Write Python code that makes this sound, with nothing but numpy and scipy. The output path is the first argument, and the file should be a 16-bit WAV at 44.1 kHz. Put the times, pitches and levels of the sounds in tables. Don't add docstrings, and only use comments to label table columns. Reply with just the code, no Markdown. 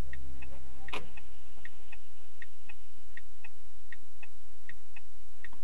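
import sys
import numpy as np
from scipy import signal
from scipy.fft import irfft, next_fast_len
from scipy.io import wavfile

SR = 44100
rng = np.random.default_rng(int(sys.argv[2]) if len(sys.argv) > 2 else 0)


def materialize(psi):
    bounded = np.clip(np.atleast_2d(psi).T, -1, 1)
    quanta = np.round(bounded * 32767).astype(np.int16)
    wavfile.write(sys.argv[1], SR, quanta)


N = 248283
TIME = np.arange(N) / SR


FLASH_STEPS = [(18, 29), (18, 30), (17, 31), (17, 30), (17, 30), (19, 29), (17, 30), (17, 30)]
TIMER_STEP_S, FIRST_FLASH_S = 0.016, 0.1322


def flasher_times():
    lit, dark = np.transpose(FLASH_STEPS) * TIMER_STEP_S
    period = lit + dark
    ticks = FIRST_FLASH_S + np.cumsum(period) - period
    tocks = ticks + lit
    return ticks, tocks[tocks < TIME[-1]]


# frequency in Hz, relative density in dB per Hz.
CABIN_COLOUR = [(150, -5), (400, 1), (750, -10.5), (1000, -1.5), (1400, -4), (2000, 5.5), (2700, 0),
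                (3600, -11), (4600, -25), (5700, -10), (7500, -29)]


def relay_strokes(strokes, bounces, modes, level_db, scatter_db, cabin_db, cabin_t60):
    chance = rng.standard_normal((len(strokes), len(bounces)))
    contacts = []
    for i, stroke in enumerate(strokes):
        for k, (delay, bounce_db) in enumerate(bounces):
            contacts.append((stroke + delay, bounce_db + scatter_db * chance[i, k]))
    ringing = from_db(level_db) * ring(clicks(contacts), modes)
    decay = dying(strokes, np.zeros(len(strokes)), t60=cabin_t60, rise_s=0.0057)
    return ringing + from_db(cabin_db) * decay * noise(CABIN_COLOUR)


# delay after the stroke in seconds, relative strength in dB.
TICK_BOUNCES = [(0.0, 1.5), (0.00152, 4.5), (0.00353, -5), (0.00621, -6.5), (0.00949, -9), (0.0148, -7.5)]
# frequency in Hz, relative level in dB, 60 dB decay time in seconds.
TICK_MODES = [(1573, -53.5, 0.064), (1832.5, -38.5, 0.058), (1996, -61, 0.092), (2100, -63.5, 0.06),
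              (2206, -44.5, 0.025), (2554, -63.5, 0.069), (2726, -53.5, 0.018), (3504, -56, 0.045),
              (3590, -45, 0.0082), (3764, -58, .05)]


def relay_tick(strokes):
    return relay_strokes(strokes, TICK_BOUNCES, TICK_MODES, level_db=-1.65, scatter_db=0.2,
                         cabin_db=-49.0, cabin_t60=0.053)


# delay after the stroke in seconds, relative strength in dB.
TOCK_BOUNCES = [(0.0, 0.5), (0.00187, -11), (0.00585, 3), (0.01024, 1.9), (0.0109, -3.5)]
# frequency in Hz, relative level in dB, 60 dB decay time in seconds.
TOCK_MODES = [(769, -55, 0.083), (901, -57.5, 0.077), (1620, -88, 0.12), (1891, -50, 0.045),
              (2260, -69, 0.12), (2501, -45.5, 0.03), (2619, -43.5, 0.07), (2890, -64.5, 0.087),
              (3450, -63, 0.033)]


def relay_tock(strokes):
    return relay_strokes(strokes, TOCK_BOUNCES, TOCK_MODES, level_db=-1.0, scatter_db=1.26,
                         cabin_db=-51.5, cabin_t60=0.074)


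# start in seconds,
# strength on the latch in dB, strength on the console in dB, gap to the first bounce in seconds.
LEVER_BLOWS = [(0.92632, -7, -10, 0.0024), (0.93405, 3.5, -4.5, 0.0031), (0.94823, -1.5, -4, 0.00685),
               (0.96044, 1, 5.5, 0.00606)]
BOUNCE_GAP_RATIO, LATCH_LOSS_DB, CONSOLE_LOSS_DB = 0.895, 3.5, 3


def lever_contacts(count):
    contacts = []
    for start, latch_db, console_db, gap in LEVER_BLOWS:
        for k in range(count):
            s = start + gap * sum(BOUNCE_GAP_RATIO ** j for j in range(k))
            contacts.append((s, latch_db - LATCH_LOSS_DB * k, console_db - CONSOLE_LOSS_DB * k))
    return contacts


# frequency in Hz, level in dB for a 0 dB blow, 60 dB decay time in seconds.
LATCH_MODES = [(754, -44, 0.072), (950, -43, 0.055), (1034, -42, 0.11), (1203, -46.5, 0.13),
               (1273, -50, 0.09), (1430, -46, 0.023), (1810, -53, 0.021), (2184, -44.5, 0.047),
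               (2390, -39.5, 0.071), (2565, -34.5, 0.019), (2690, -46, 0.078), (2770, -39.5, 0.019),
               (2990, -42, 0.026), (3200, -45.5, 0.034), (3520, -45.5, 0.031), (3750, -46.5, 0.032),
               (4150, -50, 0.024)]
# frequency in Hz, level in dB for a 0 dB blow, 60 dB decay time in seconds.
CONSOLE_MODES = [(192, -62, 0.75), (224, -48.5, 0.14), (294, -45, 0.12), (353, -55, 0.15), (413, -41, 0.12),
                 (468, -46.5, 0.16), (560, -47, 0.1), (668, -54, 0.13)]
# frequency in Hz, relative density in dB per Hz.
GRIT_COLOUR = [(1500, 0), (3000, 5.5), (4500, 6), (5200, 3), (5900, -1.5), (6800, 0), (7600, 0), (8800, -4),
               (10400, 2), (11500, -5.5), (13000, -8), (16000, -26)]


def gear_lever():
    s, latch_db, console_db = np.transpose(lever_contacts(count=3))
    latch = ring(clicks(zip(s, latch_db)), LATCH_MODES)
    console = ring(clicks(zip(s, console_db)), CONSOLE_MODES)
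    latch_grit = from_db(-58.5) * dying(s, latch_db, t60=0.092, rise_s=0.0016)
    console_grit = from_db(-54.5) * dying(s, console_db, t60=0.062, rise_s=0.001)
    roughness = from_db(2 * drift(169.9))
    grit = (latch_grit + console_grit) * roughness * noise(GRIT_COLOUR)
    reflections = from_db(-49.5) * dying(s, latch_db, t60=0.16, rise_s=0.0078) * noise(CABIN_COLOUR)
    return latch + console + grit + reflections


# start in seconds, strength in dB.
KNOCK_CONTACTS = [(5.5255, -11), (5.5295, 4.5)]
# frequency in Hz, level in dB for a 0 dB contact, 60 dB decay time in seconds.
TRIM_MODES = [(259, -61, 0.16), (908, -49.5, 0.043), (1103, -60, 0.11), (1420, -62, .04),
              (1900, -64, 0.044), (3340, -63, .035)]


def trim_knock():
    return ring(clicks(KNOCK_CONTACTS), TRIM_MODES)


# start in seconds, length in seconds, start pitch in Hz, end pitch in Hz,
# level in dB (rms at the crest of the swell).
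CREAKS = [(0.04, .11, 534, 529, -60.5), (0.493, 0.098, 529, 590, -57.5), (0.634, 0.099, 870, 773, -65.5),
          (0.788, 0.097, 765, 808, -56.5), (0.994, 0.072, 480, 521, -57)]


def creaks():
    out = np.zeros(N)
    for start, length, start_hz, end_hz, db in CREAKS:
        pitch = np.interp(TIME, [start, start + length], [start_hz, end_hz])
        out += from_db(db) * swell(start, length) * tone(pitch, waver=0.00594)
    return out


# start in seconds, length in seconds, level in dB (rms at the crest).
RUSTLES = [(0.505, 0.09, -57), (.74, 0.056, -61.5), (1.555, 0.064, -58.5), (1.705, 0.065, -62.5),
           (5.521, 0.036, -62)]
# frequency in Hz, relative density in dB per Hz.
RUSTLE_COLOUR = [(150, 4.5), (400, -6.5), (700, -2), (1100, -6), (1600, -17), (2500, -11), (5000, -33),
                 (12000, -26)]


def rustles():
    return noise(RUSTLE_COLOUR) * sum(from_db(db) * swell(s, length) for s, length, db in RUSTLES)


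# start in seconds, length in seconds,
# level in dB (rms at the crest).
BUMPS = [(0.836, 0.068, -53), (0.926, 0.15, -52.5), (1.605, 0.049, -62), (4.671, 0.084, -64),
         (5.426, 0.08, -64.5)]
# frequency in Hz, relative density in dB per Hz.
BODY_COLOUR = [(40, -5), (80, -4), (130, -9), (200, -11.5), (400, -38)]


def body_bumps():
    return noise(BODY_COLOUR) * sum(from_db(db) * swell(s, length) for s, length, db in BUMPS)


# multiple of its pitch, level in dB relative to BOOM_DB.
BOOM_PARTIALS = [(1, -0.5), (2, -27), (3, -19), (6, -26.5), (8, -27)]
BOOM_HZ, BOOM_DB, SHUDDER_DB = 66.14, -47.5, -60.5
BOOM_ATTACK_S, BOOM_HOLD_S, BOOM_FALL_DB_PER_S = 0.026, 0.28, 12.5
DRONE_DB, DRONE_START_S, DRONE_ATTACK_S = -61.5, 0.069, 0.18
DRONE_HOLD_S, DRONE_FALL_DB_PER_S = 0.16, 19.5


def engine_under_load():
    load = envelope(0, BOOM_ATTACK_S, BOOM_HOLD_S, BOOM_FALL_DB_PER_S)
    panel = envelope(DRONE_START_S, DRONE_ATTACK_S, DRONE_HOLD_S, DRONE_FALL_DB_PER_S)
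    phase = 2 * np.pi * np.cumsum(BOOM_HZ * (1 + 0.006 * drift(8))) / SR
    partials = sum(from_db(db + drift(9.3)) * np.sin(multiple * phase) for multiple, db in BOOM_PARTIALS)
    boom = from_db(BOOM_DB) * np.sqrt(2) * partials
    shudder = from_db(SHUDDER_DB) * noise(BODY_COLOUR)
    drone = from_db(DRONE_DB + 1.4 * drift(12)) * panel * np.sqrt(2) * np.sin(4 * phase)
    return load * (boom + shudder) + drone


# frequency in Hz, rms level in dB before it wavers.
IDLE_LINES = [(87, -71.5), (130, -82)]
# frequency in Hz, relative density in dB per Hz.
RUMBLE_COLOUR = [(15, -39), (28, 9), (40, 5), (60, -2), (85, -9), (110, -19), (150, -24.5), (250, -38)]


def engine_idle():
    lines = sum(from_db(db + 2.2 * drift(6.6)) * tone(hz, waver=0.019) for hz, db in IDLE_LINES)
    return lines + from_db(-61.5) * noise(RUMBLE_COLOUR)


# frequency in Hz, relative density in dB per Hz.
THIN_HISS_COLOUR = [(1500, -27), (2300, -9.5), (2650, -2.5), (2950, 0.5), (3250, -7.5), (3700, -19),
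                    (5000, -29)]
HISS_DB, HISS_REST_DB, HISS_SAG_DB_PER_S = -68, -81, 2.8
HISS_START_S, HISS_ATTACK_S, HISS_END_S, HISS_RELEASE_S = 0.84, 0.11, 3.8, 0.67


def thin_hiss():
    closing = np.clip((HISS_END_S - TIME) / HISS_RELEASE_S, 0, 1)
    opening = envelope(HISS_START_S, HISS_ATTACK_S, 0, HISS_SAG_DB_PER_S) * closing
    level = np.hypot(from_db(HISS_DB) * opening, from_db(HISS_REST_DB))
    return level * from_db(2.1 * drift(40)) * noise(THIN_HISS_COLOUR)


# time in seconds, level in dB before it fluctuates.
TRAFFIC_LEVEL = [(0, -66), (.6, -65), (1.05, -61), (1.35, -66), (2.6, -69.5), (5.6, -69.5)]
# frequency in Hz, relative density in dB per Hz.
TRAFFIC_COLOUR = [(150, -48), (230, -8), (300, 1), (430, 0), (620, -4), (850, -4), (1300, -10),
                  (2200, -10.5), (4000, -19)]
# frequency in Hz, relative density in dB per Hz.
LOW_BURST_COLOUR = [(130, -39), (180, -0.5), (240, 3.5), (300, 5.5)]


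def traffic_and_low_bursts():
    seconds, levels = np.transpose(TRAFFIC_LEVEL)
    level_db = np.interp(TIME, seconds, levels)
    traffic = from_db(level_db + 1.6 * drift(18)) * noise(TRAFFIC_COLOUR)
    burst_gain = np.clip(drift(30) - 0.55, 0, 0.8)
    low_bursts = from_db(level_db + 2.0) * burst_gain * noise(LOW_BURST_COLOUR)
    return traffic + low_bursts


# frequency in Hz, relative density in dB per Hz.
MIC_COLOUR = [(300, 5), (2000, 1.5), (4500, 1.5), (6500, 0.5), (8000, 0.5), (11000, -2), (14000, -5),
              (15500, -11)]


def microphone_noise():
    return from_db(-67.5) * noise(MIC_COLOUR)


def from_db(db):
    return 10 ** (np.asarray(db) / 20)


def noise(colour):
    hz, db = np.transpose(colour)
    bins = np.maximum(np.fft.rfftfreq(next_fast_len(N, True), 1 / SR), 1)
    gain = from_db(np.interp(np.log(bins), np.log(hz), db, left=-90, right=-90))
    spectrum = rng.standard_normal(len(bins)) + 1j * rng.standard_normal(len(bins))
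    x = irfft(gain * spectrum)[:N]
    return x / x.std()


def drift(rate):
    turns = rng.standard_normal(N // 100)
    return np.interp(TIME * rate, np.arange(len(turns)), turns)


def clicks(rows):
    out = np.zeros(N)
    for s, db in rows:
        out[round(s * SR)] += from_db(db)
    return out


def ring(force, modes):
    out = np.zeros(N)
    force = force + 1e-18
    for k, (hz, db, t60) in enumerate(modes):
        r = from_db(-60 / (t60 * SR))
        w = 2 * np.pi * hz / SR
        mode = signal.lfilter([0, np.sin(w)], [1, -2 * r * np.cos(w), r * r], force)
        out += (-1) ** k * from_db(db) * mode
    return out


def dying(times, levels_db, t60, rise_s):
    age = np.maximum(TIME - np.asarray(times)[:, None], 0)
    decay = from_db(np.asarray(levels_db)[:, None] - 60 * age / t60)
    each = decay * np.minimum(age / rise_s, 1)
    return np.sqrt(np.sum(each ** 2, axis=0))


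def envelope(start_s, attack_s, hold_s, fall_db_per_s):
    age = TIME - start_s
    fall = from_db(-fall_db_per_s * np.maximum(age - attack_s - hold_s, 0))
    return np.clip(age / attack_s, 0, 1) * fall


def swell(start, length):
    return np.sin(np.pi * np.clip((TIME - start) / length, 0, 1))


def tone(hz, waver):
    phase = 2 * np.pi * np.cumsum(hz * (1 + waver * drift(12))) / SR
    return np.sqrt(2) * np.sin(phase)


def scene():
    ticks, tocks = flasher_times()
    relay = relay_tick(ticks) + relay_tock(tocks)
    handling = gear_lever() + trim_knock() + creaks() + rustles() + body_bumps()
    engine = engine_under_load() + engine_idle()
    background = thin_hiss() + traffic_and_low_bursts() + microphone_noise()
    return (relay + handling + engine + background)[None]


def record(dry):
    lowpass = signal.ellip(10, 0.1, 70, 15100, fs=SR, output="sos")
    return signal.sosfilt(lowpass, dry) - 0.085


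dry = scene()
out = record(dry)
materialize(out)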